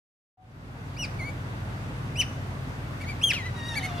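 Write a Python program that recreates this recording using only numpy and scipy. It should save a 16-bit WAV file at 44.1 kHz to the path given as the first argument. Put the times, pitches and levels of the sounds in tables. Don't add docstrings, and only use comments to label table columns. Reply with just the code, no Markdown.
import sys
import numpy as np
from scipy import signal
from scipy.io import wavfile
from scipy.ndimage import uniform_filter1d

SR = 44100
rng = np.random.default_rng(int(sys.argv[2]) if len(sys.argv) > 2 else 0)


def waveform_to_disk(signal):
    frames = np.transpose(np.atleast_2d(signal))
    scaled = np.clip(frames, -1, 1) * 32767
    samples = np.round(scaled).astype(np.int16)
    wavfile.write(sys.argv[1], SR, samples)


def voltage_ratio(level):
    return 10 ** (np.asarray(level, float) / 20)


N = 176400

# (frequency [Hz], gain [dB])
THROAT = [(3000, 14), (4500, -3), (6000, 1.5), (7000, -10), (9000, -2), (11000, -3), (15000, -8)]


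def rms_one(x):
    return x / np.sqrt(np.mean(x ** 2) + 1e-20)


def at_hz(points, hz):
    table_hz, value = np.transpose(points)
    return np.interp(np.log(hz), np.log(table_hz), value)


def left_right(lean_db):
    return voltage_ratio([[lean_db / 2], [-lean_db / 2]])


def drift(rate_hz):
    hop = 40
    pole = np.exp(-2 * np.pi * rate_hz * hop / SR)
    noise = rng.standard_normal(N // hop + 2002)
    slow = signal.lfilter([1], [1, -2 * pole, pole * pole], noise)[2000:]
    return np.interp(np.arange(N) / hop, np.arange(len(slow)), rms_one(slow - slow.mean()))


def smooth_columns(rows):
    s, *columns = np.transpose(rows)
    t = np.arange(N) / SR
    return [uniform_filter1d(np.interp(t, s, column), size=260) for column in columns]


def voice(start_s, end_s, pitch_hz, partials_db, rough, rasp=0, half=0, flicker_db=3):
    waver, jitter_rad, edge_s = 0.0053, 0.6, 0.001
    span = slice(int(start_s * SR), min(int(end_s * SR), N))
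    t, pitch_hz = (np.arange(N) / SR)[span], pitch_hz[span]
    phase = 2 * np.pi * np.cumsum(pitch_hz * (1 + waver * drift(29.4)[span])) / SR

    breath = rms_one(uniform_filter1d(rng.standard_normal(len(t)), size=24))
    first_db = partials_db[0][span]
    effort = voltage_ratio(first_db - first_db.max())
    harsh = rough * effort + rasp * ((t - start_s) / (end_s - start_s)) ** 7
    phase = phase + jitter_rad * harsh * breath[::-1]
    shake = 1 + harsh * breath + half * effort * np.cos(phase / 2)

    slow = signal.butter(2, 40, fs=SR, output="sos")
    flicker = rms_one(signal.sosfilt(slow, rng.standard_normal((len(partials_db), len(t)))))
    tone = 0
    for k, db in enumerate(partials_db):
        gain = voltage_ratio(db[span] + flicker_db * flicker[k] * (k > 1))
        audible = (k + 1) * pitch_hz < .45 * SR
        tone = tone + gain * np.sin((k + 1) * phase) * audible

    edges = np.clip(np.minimum(t - start_s, end_s - t) / edge_s, 0, 1)
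    out = np.zeros(N)
    out[span] = np.sqrt(2) * tone * shake * edges
    return out


def squeaks():
    # (time [s], pitch [Hz], first partial [dB])
    paths = [
        [(.965, 2213, -44.5), (.985, 2866, -46.5), (.998, 2964, -34), (1.02, 2900, -35), (1.047, 2360, -31),
         (1.063, 1805, -57)],
        [(1.183, 2220, -68), (1.195, 2307, -36.5), (1.222, 2046, -38), (1.265, 2296, -39.5),
         (1.295, 2242, -37.5), (1.312, 2240, -61)],
        [(2.156, 2340, -40.5), (2.18, 2920, -37), (2.2, 3026, -22.5), (2.209, 2945, -20.5),
         (2.218, 2387, -26.5), (2.234, 1520, -51.5)],
        [(2.998, 2046, -55), (3.016, 2310, -39), (3.03, 2290, -44.5), (3.05, 1860, -46)],
        [(3.058, 2100, -51), (3.095, 2346, -34.5), (3.115, 2245, -41), (3.135, 2070, -51)],
        [(3.214, 2402, -36), (3.228, 3000, -38), (3.24, 3323, -15), (3.256, 3200, -28.5), (3.285, 3140, -24.5),
         (3.298, 2860, -29), (3.311, 2477, -19), (3.321, 1746, -33), (3.336, 1426, -51)],
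        [(3.333, 2984, -28.5), (3.36, 2753, -33.5), (3.39, 2150, -37), (3.43, 1900, -46), (3.465, 2030, -37),
         (3.505, 1895, -53)],
        [(3.74, 1527, -49), (3.762, 2233, -35), (3.778, 2310, -24.5), (3.79, 2120, -34), (3.806, 1610, -51)],
        [(3.815, 1707, -53), (3.835, 2163, -34), (3.848, 2188, -33.5), (3.86, 2206, -30), (3.878, 1850, -57)],
        [(3.885, 1300, -49), (3.9, 1150, -44), (3.928, 1075, -59)],
    ]
    # (second partial over first [dB], change per further partial [dB], roughness [0-1],
    #              left minus right [dB], left lag [ms])
    colours = [(-2, -8, 0.02, 2, .01), (-16.5, -1.5, 0, 0.8, .03), (-7, -5, 0.04, 1, .02),
               (-13.5, -1.5, 0.36, 2, -0.019), (-9.5, -4.5, 0.2, 2.5, -0.11), (-9.5, -5, 0.04, 2, .02),
               (-13, -6, 0.61, 3.5, -0.094), (-7.5, -2, 0.09, 1, -.05), (-11.5, -1.5, 0.28, -0.5, -.05),
               (-20, 3, 0.1, 3, 0)]
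    end_rasp = 0.45
    out = np.zeros((2, N))
    for path, (second_db, further_db, rough, lean_db, lag_ms) in zip(paths, colours):
        pitch_hz, first_db = smooth_columns(path)
        stack = [first_db]
        for k in range(5):
            throat_db = at_hz(THROAT, (k + 2) * pitch_hz)
            stack.append(first_db + second_db + further_db * k + throat_db)
        half = 1.3 * max(rough - .15, 0)
        call = voice(path[0][0], path[-1][0], pitch_hz, stack, rough, end_rasp, half)
        late = np.roll(call, int(lag_ms * SR / 1000))
        out += np.array([late, call]) * left_right(lean_db)
    return out


def whine():
    # (time [s], pitch [Hz], first partial [dB], second partial [dB], fourth partial [dB])
    path = [(3.54, 956, -51, -64, -59), (3.58, 953, -57, -47, -50), (3.625, 927, -56, -48, -53),
            (3.68, 953, -58, -45, -44.5), (3.745, 917, -47.5, -43, -46), (3.785, 808, -48.5, -44, -56),
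            (3.815, 746, -43, -83, -52), (3.885, 742, -44.5, -75, -53), (3.91, 702, -43, -77, -58),
            (4, 689, -43, -74, -50)]
    weak_db, loss_db = -8, -1.2
    pitch_hz, first_db, second_db, fourth_db = smooth_columns(path)
    stack = [first_db, second_db, fourth_db + weak_db, fourth_db]
    for k in range(8):
        throat_db = at_hz(THROAT, (k + 5) * pitch_hz)
        stack.append(fourth_db + weak_db + loss_db * k + throat_db)
    call = voice(path[0][0], path[-1][0] + .01, pitch_hz, stack, rough=.15, flicker_db=3.5)
    return call * left_right(2.5)


def hoot():
    start_s, length_s, pitch_hz = .372, .07, 745
    start_db, fall_db_per_s = -24.5, 235
    level_db = start_db - fall_db_per_s * (np.arange(N) / SR - start_s)
    return voice(start_s, start_s + length_s, np.full(N, pitch_hz), [level_db], rough=0.077)


def pen(x):
    t, response = np.arange(SR // 2) / SR, 0
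    for t60_s, db in ((.1, -8), (.5, -14)):
        tail = rng.standard_normal((2, len(t))) * voltage_ratio(-60 * t / t60_s) * (t > .001)
        response = response + tail * voltage_ratio(db) / np.sqrt(np.sum(tail ** 2, axis=1, keepdims=True))
    return signal.fftconvolve(x, response, axes=1)[:, :N]


def engine():
    # (order of the firing rate, level [dB rms])
    orders = [(3, -57.5), (5, -41.5), (6, -43), (7, -43), (8, -49.5), (9, -51), (14, -55.5)]
    firing_hz, waver, flicker_db = 18.55, 0.00616, 1.5
    hum_hz, hum_db = 52.4, -46.5
    phase = 2 * np.pi * np.cumsum(firing_hz * (1 + waver * drift(0.89))) / SR
    hum_phase = 2 * np.pi * hum_hz * np.arange(N) / SR
    out = voltage_ratio(hum_db) * np.sin(hum_phase + rng.uniform(0, 2 * np.pi))
    for order, db in orders:
        gain = voltage_ratio(db + flicker_db * drift(3.5))
        out = out + gain * np.sin(order * phase + rng.uniform(0, 2 * np.pi))
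    return np.sqrt(2) * out


def air():
    # (frequency [Hz], relative density [dB per Hz])
    spectrum = [(25, -22), (38, -17), (66, -11.5), (107, -4), (188, -10), (267, -12), (359, -18),
                (1540, -20.5), (3640, -34), (11600, -49), (15600, -50)]
    # (time [s], gain [dB])
    treble = [(0, -1.5), (3.6, 0), (4, 2.5)]
    # (frequency [Hz], left-right correlation)
    likeness = [(60, 0.8), (180, 1), (550, 0.53), (1650, -0.51), (4970, 0.098)]
    # (frequency [Hz], left minus right [dB])
    lean = [(60, 1), (2380, 0.5), (15000, -5)]
    level_db, patchy_db = -37.5, 0.69
    edges_hz = 25 * 2 ** np.arange(0, 9.5, .4)
    white = rng.standard_normal((2, 2, N))
    together = drift(1.5)
    treble_db, = smooth_columns(treble)
    out = 0
    for k, (low, high) in enumerate(zip(edges_hz, edges_hz[1:])):
        band = signal.butter(2, [low, high], "band", fs=SR, output="sos")
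        mid, side = signal.sosfilt(band, white[k % 2])
        hz = np.sqrt(low * high)
        alike = np.clip(at_hz(likeness, hz), -1, 1)
        flicker_db = patchy_db * (0.22 * together + drift(9.3))
        gain = voltage_ratio(at_hz(spectrum, hz) + flicker_db + treble_db * (hz > 1000))
        pair = np.sqrt(1 + alike) * mid + np.sqrt(1 - alike) * side * [[1], [-1]]
        out = out + gain * pair * left_right(at_hz(lean, hz))
    return voltage_ratio(level_db) * rms_one(out)


def scene():
    otters = squeaks() + whine() + hoot()
    otters = otters + pen(otters)
    left_dulling = signal.butter(1, 6500, fs=SR, output="sos")
    otters[0] = signal.sosfilt(left_dulling, otters[0])
    return otters + engine() + air()


def band_limit(x):
    return signal.sosfilt(signal.butter(12, 15710, fs=SR, output="sos"), x)


def record(dry):
    fade_start_s, fade_s = .37, .77
    fade = np.clip((np.arange(N) / SR - fade_start_s) / fade_s, 0, 1) ** 0.93
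    top_cut = signal.cheby2(10, 50, 16200, fs=SR, output="sos")
    mix = signal.sosfilt(top_cut, dry) * fade
    return band_limit(mix)


dry = scene()
out = record(dry)
waveform_to_disk(out)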